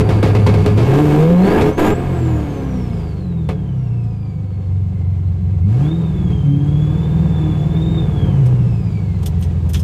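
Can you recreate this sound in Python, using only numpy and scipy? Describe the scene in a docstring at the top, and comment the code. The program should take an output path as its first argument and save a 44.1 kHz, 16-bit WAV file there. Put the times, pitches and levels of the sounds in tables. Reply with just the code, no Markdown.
"""A supercharged V8 heard from its own cabin, one microphone on the dashboard: it holds its revs while the exhaust
pops, is launched, lifted off, coasts to idle, then is revved and held. Sines follow its firings, noise its gas flow.
The blower whines at a fixed multiple of the firing rate and the dash buzzes more with flow and revs.
Another car pulls away as rising tones with rasp; at the end a hand works a lever and a latch, bursts of ringing
noise. A thin whistle of two fuzzy lines lies under the start. No source is delayed for its distance."""
import sys
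import numpy as np
from scipy import signal
from scipy.fft import rfft, irfft, next_fast_len
from scipy.io import wavfile
from scipy.ndimage import uniform_filter1d, minimum_filter1d, map_coordinates

SR = 44100
rng = np.random.default_rng(int(sys.argv[2]) if len(sys.argv) > 2 else 0)


def makeup_ratio(level_db):
    """Linear amplitude ratio for a level in decibels (20 dB per factor of ten)."""
    decades = np.asarray(level_db, float) / 20
    return 10 ** decades


def store_pcm(level_fs):
    """Save levels as 16-bit WAV."""
    pcm = np.round(np.clip(level_fs, -1, 1) * 32767).astype(np.int16)
    wavfile.write(sys.argv[1], SR, np.atleast_2d(pcm).T)


N = 433503


# The engine's state, before flywheel smoothing and resonances:
# (time [s], firing rate [Hz], firing tone [dB], misfire half orders [dB], blower whine [dB])
ENGINE_STATE = [(0, 106.2, -14, -19, -57), (.7, 101.2, -10, -16, -53), (.85, 119.4, -10, -21, -48),
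                (.98, 149.3, -7.5, -38, -64), (1.15, 148.3, -9.5, -48, -58), (1.4, 181.9, -1.5, -33, -49),
                (1.56, 216.6, -9, -27, -45.5), (1.65, 238.5, -24, -8, -54), (1.72, 268.3, -49, -34, -52),
                (1.9, 319.4, -36, -21.5, -45), (2.03, 369.7, -36, -21.5, -61),
                (2.25, 328.7, -18.5, -20, -56), (2.45, 294.3, -24.5, -28.5, -59),
                (2.9, 231.3, -26.5, -24, -59.5), (3.33, 170.6, -23, -31.5, -63.5),
                (3.6, 144, -24.5, -27, -60), (3.86, 121.8, -16.5, -35.5, -60.5),
                (4.36, 100.8, -24.5, -35, -59), (4.75, 93.16, -18.5, -37.5, -60.5),
                (5.62, 90.15, -16.5, -24.5, -59), (5.73, 111.4, -11.5, -30, -67),
                (5.83, 142.9, -11, -21, -53), (5.91, 161.9, -16, -31, -46), (5.99, 167, -13, -26.5, -53.5),
                (6.3, 146.2, -32, -17, -50.5), (6.45, 138.5, -13.5, -24, -52.5),
                (7.15, 160.2, -16, -19.5, -49.5), (7.6, 152.5, -15.5, -23.5, -48.5),
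                (7.94, 165.2, -15.5, -21.5, -46), (8.25, 144.1, -25, -15.5, -48.5),
                (8.4, 132.5, -11, -20, -55.5), (8.85, 109.3, -18, -24.5, -51.5),
                (9.2, 89.57, -18.5, -24, -50), (9.83, 80.36, -18.5, -24, -58)]
# Gas flow that drives the noises: (time [s], exhaust flow [relative dB], intake flow [relative dB])
GAS_FLOW = [(0, -25.5, -49.5), (.75, -25, -45.5), (.98, -17.5, -37.5), (1.45, -18, -40), (1.6, -11.5, -37),
            (1.7, -26, -41.5), (1.72, -26, -48), (1.77, -31, -52), (1.785, -12.5, -33.5), (1.9, -14, -35),
            (1.94, -25.5, -49.5), (2.3, -28, -48), (3.04, -36, -53.5), (3.3, -40.5, -60),
            (4.2, -44.5, -61.5), (5.66, -43, -59.5), (5.71, -35.5, -51.5), (5.86, -31.5, -49.5),
            (5.92, -35, -54.5), (6.54, -38, -55), (6.92, -34, -53), (8.27, -31.5, -52),
            (8.84, -37.5, -54.5), (9.83, -38, -54)]


def engine():
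    """One crank drives it all: eight firings per engine cycle, gas noise, rattling dash and blower."""
    firing_hz, burn_db, misfire_db, whine_db = curves(ENGINE_STATE)
    exhaust_db, intake_db = curves(GAS_FLOW)
    flywheel_s = .09  # the crank's inertia rounds off changes of speed
    firing_hz = uniform_filter1d(firing_hz, round(flywheel_s * SR), mode="nearest")
    firing = 2 * np.pi * np.cumsum(firing_hz) / SR  # phase [rad]
    tones = firing_tones(firing, firing_hz, burn_db, exhaust_db)
    tones += uneven_cylinders(firing, firing_hz, burn_db, misfire_db)
    exhaust = roar(firing, firing_hz, exhaust_db) + rumble(exhaust_db)
    intake = hiss(firing, intake_db) + throttle_jet(firing_hz, intake_db)
    return tones + exhaust + intake + dash_buzz(firing_hz, exhaust_db) + whine(firing, firing_hz, whine_db)


# Pipe modes that pass the octave of the firing tone:
# (centre [Hz], half width [Hz], level over the firing tone at -26.5 dB exhaust flow [dB])
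OCTAVE_MODES = [(183, 32, -10), (295.3, 15.2, -8.5), (325, 5.5, -14), (437, 24.7, -13), (493, 35, -9.5),
                (700, 340, -18)]


def firing_tones(firing, firing_hz, burn_db, exhaust_db):
    """The firing rate and its octave and third partial, each let through by cabin or pipe resonances."""
    null_hz, null_width_hz = 207, 13.2  # the cabin swallows the firing tone here
    null = 1 - 1 / (1 + ((firing_hz - null_hz) / null_width_hz) ** 2)
    first = null * tone(firing, burn_db, waver_db=2.0, drift=0.64, rate=14)

    passed = sum(makeup_ratio(db) / (1 + ((2 * firing_hz - hz) / width) ** 4) for hz, width, db in OCTAVE_MODES)
    octave_db = burn_db + 0.37 * (exhaust_db + 26.5)  # 0.37 dB more per dB of flow
    octave = passed * tone(2 * firing, octave_db, waver_db=5.0, drift=0.64, rate=12)

    tailpipe = 1 / (1 + ((3 * firing_hz - 480) / 55) ** 4)  # the third partial sounds only near 480 Hz
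    third = tailpipe * tone(3 * firing, 2 * exhaust_db + 18, waver_db=2.5, drift=0.58, rate=5.5)
    return first + octave + third


def uneven_cylinders(firing, firing_hz, burn_db, misfire_db):
    """Unequal cylinders sound the even (crank) and odd (misfire) multiples of the engine cycle."""
    cycle, cycle_hz = firing / 8, firing_hz / 8
    full_load_db = -14.5  # firing tone above which the cylinders even out and crank orders fade
    crank_db = -14.5 + 0.29 * misfire_db - 1.3 * np.maximum(burn_db - full_load_db, 0)
    crank = orders(cycle, cycle_hz, crank_db, waver_db=2.5, drift=0.25, rate=8,
                   order=[2, 4, 6, 10, 12, 14, 18, 20])
    misfire = orders(cycle, cycle_hz, misfire_db, waver_db=3.5, drift=1.3, rate=12, order=range(1, 21, 2))
    return crank + misfire


def orders(cycle, cycle_hz, db, waver_db, drift, rate, order):
    """Multiples of the engine cycle, with the level shared out among them by the cabin boom."""
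    shares = np.array([along(CABIN_BOOM, k * cycle_hz) / (1 + (55 / (k * cycle_hz)) ** 4) for k in order])
    shares /= np.sqrt(np.sum(shares ** 2, axis=0))
    return sum(share * tone(k * cycle, db, waver_db, drift, rate) for k, share in zip(order, shares))


# Exhaust roar, also the colour of the other car's rasp: (frequency [Hz], gain before levelling [dB])
ROAR_COLOUR = [(140, -12.5), (230, -6), (252, -10.5), (322, -5.5), (567, -17), (733, -17.5), (1230, -25),
               (1470, -28.5), (3530, -38.5), (5000, -68), (6500, -82.5), (11000, -120)]


def roar(firing, firing_hz, exhaust_db):
    """Gas turbulence follows each blowdown; single firings stand out of it more as their rate rises."""
    puffs = makeup_ratio(0.37 * np.cos(firing) + 1.7 * np.cos(firing / 4) + 1.1 * wobble(30))
    turbulence = puffs * rng.standard_normal(N)
    clean = np.minimum(firing_hz / 260, .75)  # weight of the single firings
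    shots = firings(firing + .17 * wobble(40), uneven=1.3, scatter_db=2)
    return makeup_ratio(exhaust_db + 3.5) * rush(ROAR_COLOUR, turbulence + clean * shots)


# Strength of each cylinder in firing order, later scaled by "uneven": (level [dB])
CYLINDER_LEVELS = [0, -6, 3, -2, 2, -7, 4, -3]


def firings(phase, uneven, scatter_db):
    """One click per firing, sized by its cylinder and by chance, levelled to a running rms of 1."""
    count = np.floor(phase / (2 * np.pi)).astype(int)
    at = np.flatnonzero(np.diff(count)) + 1
    cylinder_db = np.take(CYLINDER_LEVELS, count[at] % len(CYLINDER_LEVELS))
    out = np.zeros(N)
    out[at] = makeup_ratio(uneven * cylinder_db + scatter_db * rng.standard_normal(len(at)))
    return out / np.sqrt(uniform_filter1d(out ** 2, SR // 10) + 1e-9)


# Low boom of the cabin, shaping rumble and engine orders: (frequency [Hz], gain before levelling [dB])
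CABIN_BOOM = [(20, -0.5), (40, -0.5), (60, 9), (90, 8), (140, 6), (190, 5), (225, -22.5), (300, -14),
              (450, -15.5), (700, -48)]


def rumble(exhaust_db):
    """Low noise in the cabin that grows 0.62 dB per dB of exhaust flow."""
    return makeup_ratio(-9.5 + 0.62 * exhaust_db) * rush(CABIN_BOOM, rng.standard_normal(N))


# Intake hiss: (frequency [Hz], gain before levelling [dB])
HISS_COLOUR = [(1760, -11), (3000, -1.5), (4620, -5), (5460, -9), (7210, -9.5), (9500, -14), (11000, -31),
               (14000, -32)]


def hiss(firing, intake_db):
    """Intake air noise that swells slightly with each firing and flickers at random."""
    pulsed = makeup_ratio(0.74 * np.cos(firing)) * rng.standard_normal(N)
    return makeup_ratio(intake_db + 0.94 * wobble(27)) * rush(HISS_COLOUR, pulsed)


# Throttle-plate hiss: (frequency [Hz], gain before levelling [dB])
JET_COLOUR = [(6000, -22), (9000, -7), (11000, -5.5), (13300, 1.5), (14500, -11)]


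def throttle_jet(firing_hz, intake_db):
    """The top of the hiss grows faster than the rest as the throttle opens, and with revs."""
    revs_db = 2.5 * np.log2(firing_hz / 150)  # 2.5 dB per octave of revs
    return makeup_ratio(1.414 * intake_db + 5.5 + revs_db) * rush(JET_COLOUR, rng.standard_normal(N))


# Rattling dash panels: (frequency [Hz], gain before levelling [dB])
BUZZ_COLOUR = [(1200, -30), (1500, -9), (1580, 0.5), (1680, 0.5), (1780, -7.5), (2200, -21), (3200, -35.5)]


def dash_buzz(firing_hz, exhaust_db):
    """Dash panels rattle as a narrow noise, 1.19 dB up per dB of flow and 2.5 dB per octave of revs."""
    level_db = -15.5 + 1.19 * exhaust_db + 2.5 * np.log2(firing_hz / 150)
    return makeup_ratio(level_db + 1.9 * wobble(20)) * rush(BUZZ_COLOUR, rng.standard_normal(N))


# Octave of the blower whine: (frequency of the octave [Hz], level over the whine [dB])
WHINE_OCTAVE = [(3600, -23.5), (4250, -12.5), (4650, -9), (5050, -10), (6400, -17), (7200, -22.5),
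                (12000, -17)]


def whine(firing, firing_hz, whine_db):
    """Rotor lobes sing lines that spread into sidebands as the crank's speed ripples per turn and cycle."""
    lobes_per_firing = 22.5
    lobes = lobes_per_firing * firing + .9 * np.sin(firing / 4) + .7 * np.sin(firing / 8)
    lobe_hz = lobes_per_firing * firing_hz
    octave_db = whine_db + 20 * np.log10(along(WHINE_OCTAVE, 2 * lobe_hz))
    out = np.zeros(N)
    for k, db in zip((1, 2, 3), (whine_db, octave_db, octave_db - 11)):
        firewall = 1 / (1 + (k * lobe_hz / 11500) ** 12 + (2150 / (k * lobe_hz)) ** 8)  # a band passes
        out += firewall * tone(k * lobes, db + 3 * wobble(11), waver_db=4.5,
                               drift=k * np.sqrt(firing_hz / 160), rate=120)
    return out


# Unburnt fuel popping in the exhaust, before cabin and pipe:
# (time [s], relative level [dB], 60 dB decay of the burst [s])
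EXHAUST_POPS = [(0.004, -11.5, 0.079), (0.09, -16, 0.33), (0.228, -12, 0.33), (0.349, -17, 0.25),
                (0.464, -7, 0.17), (0.539, -21, 0.61), (0.661, -10, 0.14), (0.774, -20, 0.69),
                (0.935, -25, 0.14), (1.611, -6.5, 0.19), (3.489, -21.5, 0.17), (6.302, -34, 0.2)]
# Body of a pop: (frequency [Hz], gain [dB])
BANG_COLOUR = [(40, -12.5), (90, 17), (250, 4), (500, 1.5), (1500, -10.5), (4000, -18), (9000, -33.5),
               (14000, -39)]
# Leading edge of a pop: (frequency [Hz], gain [dB])
CRACK_COLOUR = [(300, -32), (1000, -6), (2500, -4.5), (5000, -29), (9000, -3), (14000, -18)]


def pops():
    """Each pop is a burst of noise that rings the cabin and, longer, the tailpipe, over a body thump."""
    bang, thump, snap = np.zeros((3, N + SR))
    t = np.arange(SR // 2) / SR
    for s, db, t60 in EXHAUST_POPS:
        span = slice(round(s * SR), round(s * SR) + len(t))
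        decay = makeup_ratio(db - 60 * t / max(t60, .02))
        bang[span] += decay * (1 + 0.31 * makeup_ratio(-60 * t / 0.017)) * (1 - np.exp(-t / 0.00061))
        snap[span] += makeup_ratio(db - 60 * t / 0.037)
        thump[span] += makeup_ratio(db - 6.0 - 60 * t / 0.23) * np.sin(2 * np.pi * 72 * t)  # the body shell booms

    def crack_path(hz):
        """The sharp edge rings the cabin alone."""
        return along(CRACK_COLOUR, hz) * cabin(hz)

    def bang_path(hz):
        """The bang rings a narrow tailpipe mode as well as the cabin."""
        return along(BANG_COLOUR, hz) * cabin(hz) * (1 + makeup_ratio(8.5) * mode(hz, 425, 14))

    crackle = makeup_ratio(-13.5) * filtered(snap[:N] * rng.standard_normal(N), crack_path)
    body = makeup_ratio(9.5) * filtered(bang[:N] * rng.standard_normal(N), bang_path)
    return thump[:N] + crackle + body


# The other car's pulls on its throttle:
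# (start [s], length [s], firing rate from [Hz], firing rate to [Hz], mean firing tone [dB])
RIVAL_PULLS = [(1.654, 0.065, 297, 318.5, -17), (1.788, .06, 325, 344.4, -6),
               (1.862, .075, 392.3, 416.7, -11), (3.55, .6, 216, 246.7, -41),
               (4.246, 0.46, 253.7, 254.1, -42), (5.051, 0.54, 343, 370.9, -48)]


def rival():
    """The other car's firing tone climbs through each pull, with the rasp of its single firings."""
    rows = []
    for start, length, low_hz, high_hz, db in RIVAL_PULLS:
        end, edge, faint_db = start + length, .08 * length, db - 30  # fades before and after the pull
        rows += [(start - edge - .005, low_hz, -120), (start - edge, low_hz, faint_db), (start, low_hz, db),
                 (end, high_hz, db), (end + edge, high_hz, faint_db), (end + edge + .005, high_hz, -120)]
    hz, level_db = curves(rows)
    phase = 2 * np.pi * np.cumsum(hz) / SR
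    rasp = makeup_ratio(level_db - 3) * rush(ROAR_COLOUR, firings(phase, uneven=.5, scatter_db=1.5))
    return tone(phase, level_db, waver_db=3, drift=0.25, rate=18) + rasp


# Lever and latch contacts in the cabin, before ringing:
# (time [s], relative level [dB], tilt about 6 kHz [dB per octave], 60 dB decay of the crack [s])
CONTACTS = [(8.458, -25.5, -4, 0.075), (9.228, -22.5, -5, 0.056), (9.258, -11, -1.5, .077),
            (9.389, -38.5, 6.5, .06), (9.408, -29.5, 6.5, 0.051), (9.422, -23, -6, 0.12),
            (9.69, -26.5, 4, 0.099), (9.732, -13.5, 0, .062), (9.742, -14, -8, 0.11),
            (9.767, -27.5, 3.5, 0.09), (9.793, -22, -1.5, 0.096)]
# Modes of the lever and latch: (centre [Hz], width [Hz], mean level over the direct crack [dB])
LATCH_MODES = [(3330, 340, 8), (5220, 130, 6), (5996, 200, 5), (6700, 100, 5.5), (8550, 300, 6),
               (11400, 89, -1.5), (13000, 300, 3)]


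def clicks():
    """Plastic and metal contacts: a wide crack that rings the same modes, each anew."""
    out, t = np.zeros(N + SR), np.arange(SR // 4) / SR
    hz = np.fft.rfftfreq(len(t), 1 / SR)
    for s, db, tilt_db, t60 in CONTACTS:
        ring = 1 + sum(makeup_ratio(level + rng.normal(0, 2.3)) * mode(hz, c, w) for c, w, level in LATCH_MODES)
        tilt = makeup_ratio(tilt_db * np.log2(np.clip(hz, 1500, 14000) / 6000))
        colour = tilt * hz ** 2 / (hz ** 2 + 2000 ** 2)  # little below 2 kHz
        envelope = makeup_ratio(db - 12 - 60 * t / max(t60, .01)) * (1 - np.exp(-t / 0.0029))
        crack = envelope * rng.standard_normal(len(t))
        out[round(s * SR):][:len(t)] += irfft(rfft(crack) * colour * ring, len(t))
    return out[:N]


def whistle():
    """A thin, fuzzy line and its octave, blurred by fast phase wander, that stop at the launch."""
    t = np.arange(N) / SR
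    phase = 2 * np.pi * 4620 * t
    low = tone(phase, -54, waver_db=3, drift=1.5, rate=120)
    high = tone(2 * phase, -63, waver_db=4, drift=2.5, rate=120)
    return (low + high) * np.clip((.85 - t) / .05, 0, 1)  # silent from 0.85 s


# Cabin panels and air modes: (centre [Hz], width [Hz], boost [dB])
CABIN_MODES = [(274, 110, 5), (422.4, 32, 8), (512, 28, 8), (691, 4.4, 10), (734.7, 31, 7.5), (878, 20, 5),
               (968, 37, 5.5), (1065, 16, 7), (1214, 25, 6.5), (1366, 8.7, 6.5), (1617, 6.5, 8.5),
               (1690, 8.8, 5), (2010, 27, 4), (2200, 39, 10.5), (2392, 35, 6), (2564, 23, 8.5),
               (2690, 91, 2.5), (4630, 72, 0), (7350, 250, 3)]


def cabin(hz):
    """Direct sound plus the ringing of each cabin mode."""
    return 1 + sum((makeup_ratio(db) - 1) * mode(hz, c, w) for c, w, db in CABIN_MODES)


def mode(hz, centre, width):
    """Complex response of one damped resonance, 1 at its centre."""
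    return 1j * hz * width / (centre ** 2 - hz ** 2 + 1j * hz * width)


def rush(spectrum, source):
    """A source coloured by its path and the cabin, rms 1."""
    x = filtered(source, lambda hz: along(spectrum, hz) * cabin(hz))
    return x / np.std(x)


def tone(phase, db, waver_db, drift, rate):
    """A sine about rms level db; size (waver_db) and phase (drift [rad]) wander at rate knots a second."""
    size = np.sqrt(2) * makeup_ratio(db + waver_db * wobble(rate))
    return size * np.sin(phase + drift * wobble(rate) + rng.uniform(0, 2 * np.pi))


def wobble(rate):
    """A random curve of straight segments, rate knots a second."""
    knots = rng.standard_normal(int(N * rate / SR) + 4)
    return map_coordinates(knots, [np.arange(N) * rate / SR], order=1)


def along(points, hz):
    """(Hz, dB) points joined on a log frequency axis, as gain."""
    f, db = np.transpose(points)
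    return makeup_ratio(np.interp(np.log(hz + 1), np.log(f + 1), db))


def curves(rows):
    """One value per sample for each column after the time."""
    s, *columns = np.transpose(rows)
    return [np.interp(np.arange(N) / SR, s, column) for column in columns]


def filtered(x, response):
    """x passed through a complex response of frequency, padded so that ringing does not wrap."""
    m = next_fast_len(N + SR // 2)
    return irfft(rfft(x, m) * response(np.fft.rfftfreq(m, 1 / SR)), m)[:N]


def scene():
    """Everything reaches one microphone on the dashboard."""
    return (engine() + pops() + rival() + clicks() + whistle())[None]


def roll_off(x):
    """The treble ends steeply here."""
    return signal.sosfilt(signal.butter(12, 15130, fs=SR, output="sos"), x)


def record(dry):
    """A look-ahead limiter turns the gain down around the loudest peaks; then a low-pass at 14 kHz."""
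    ceiling, hold = .66, round(.003 * SR)
    needed = np.minimum(1, ceiling / (np.abs(dry[0]) + 1e-9))
    gain = uniform_filter1d(minimum_filter1d(needed, 2 * hold), hold)
    mix = filtered(gain * dry[0], lambda hz: hz < 14000)[None]
    return roll_off(mix)


dry = scene()
out = record(dry)
store_pcm(out)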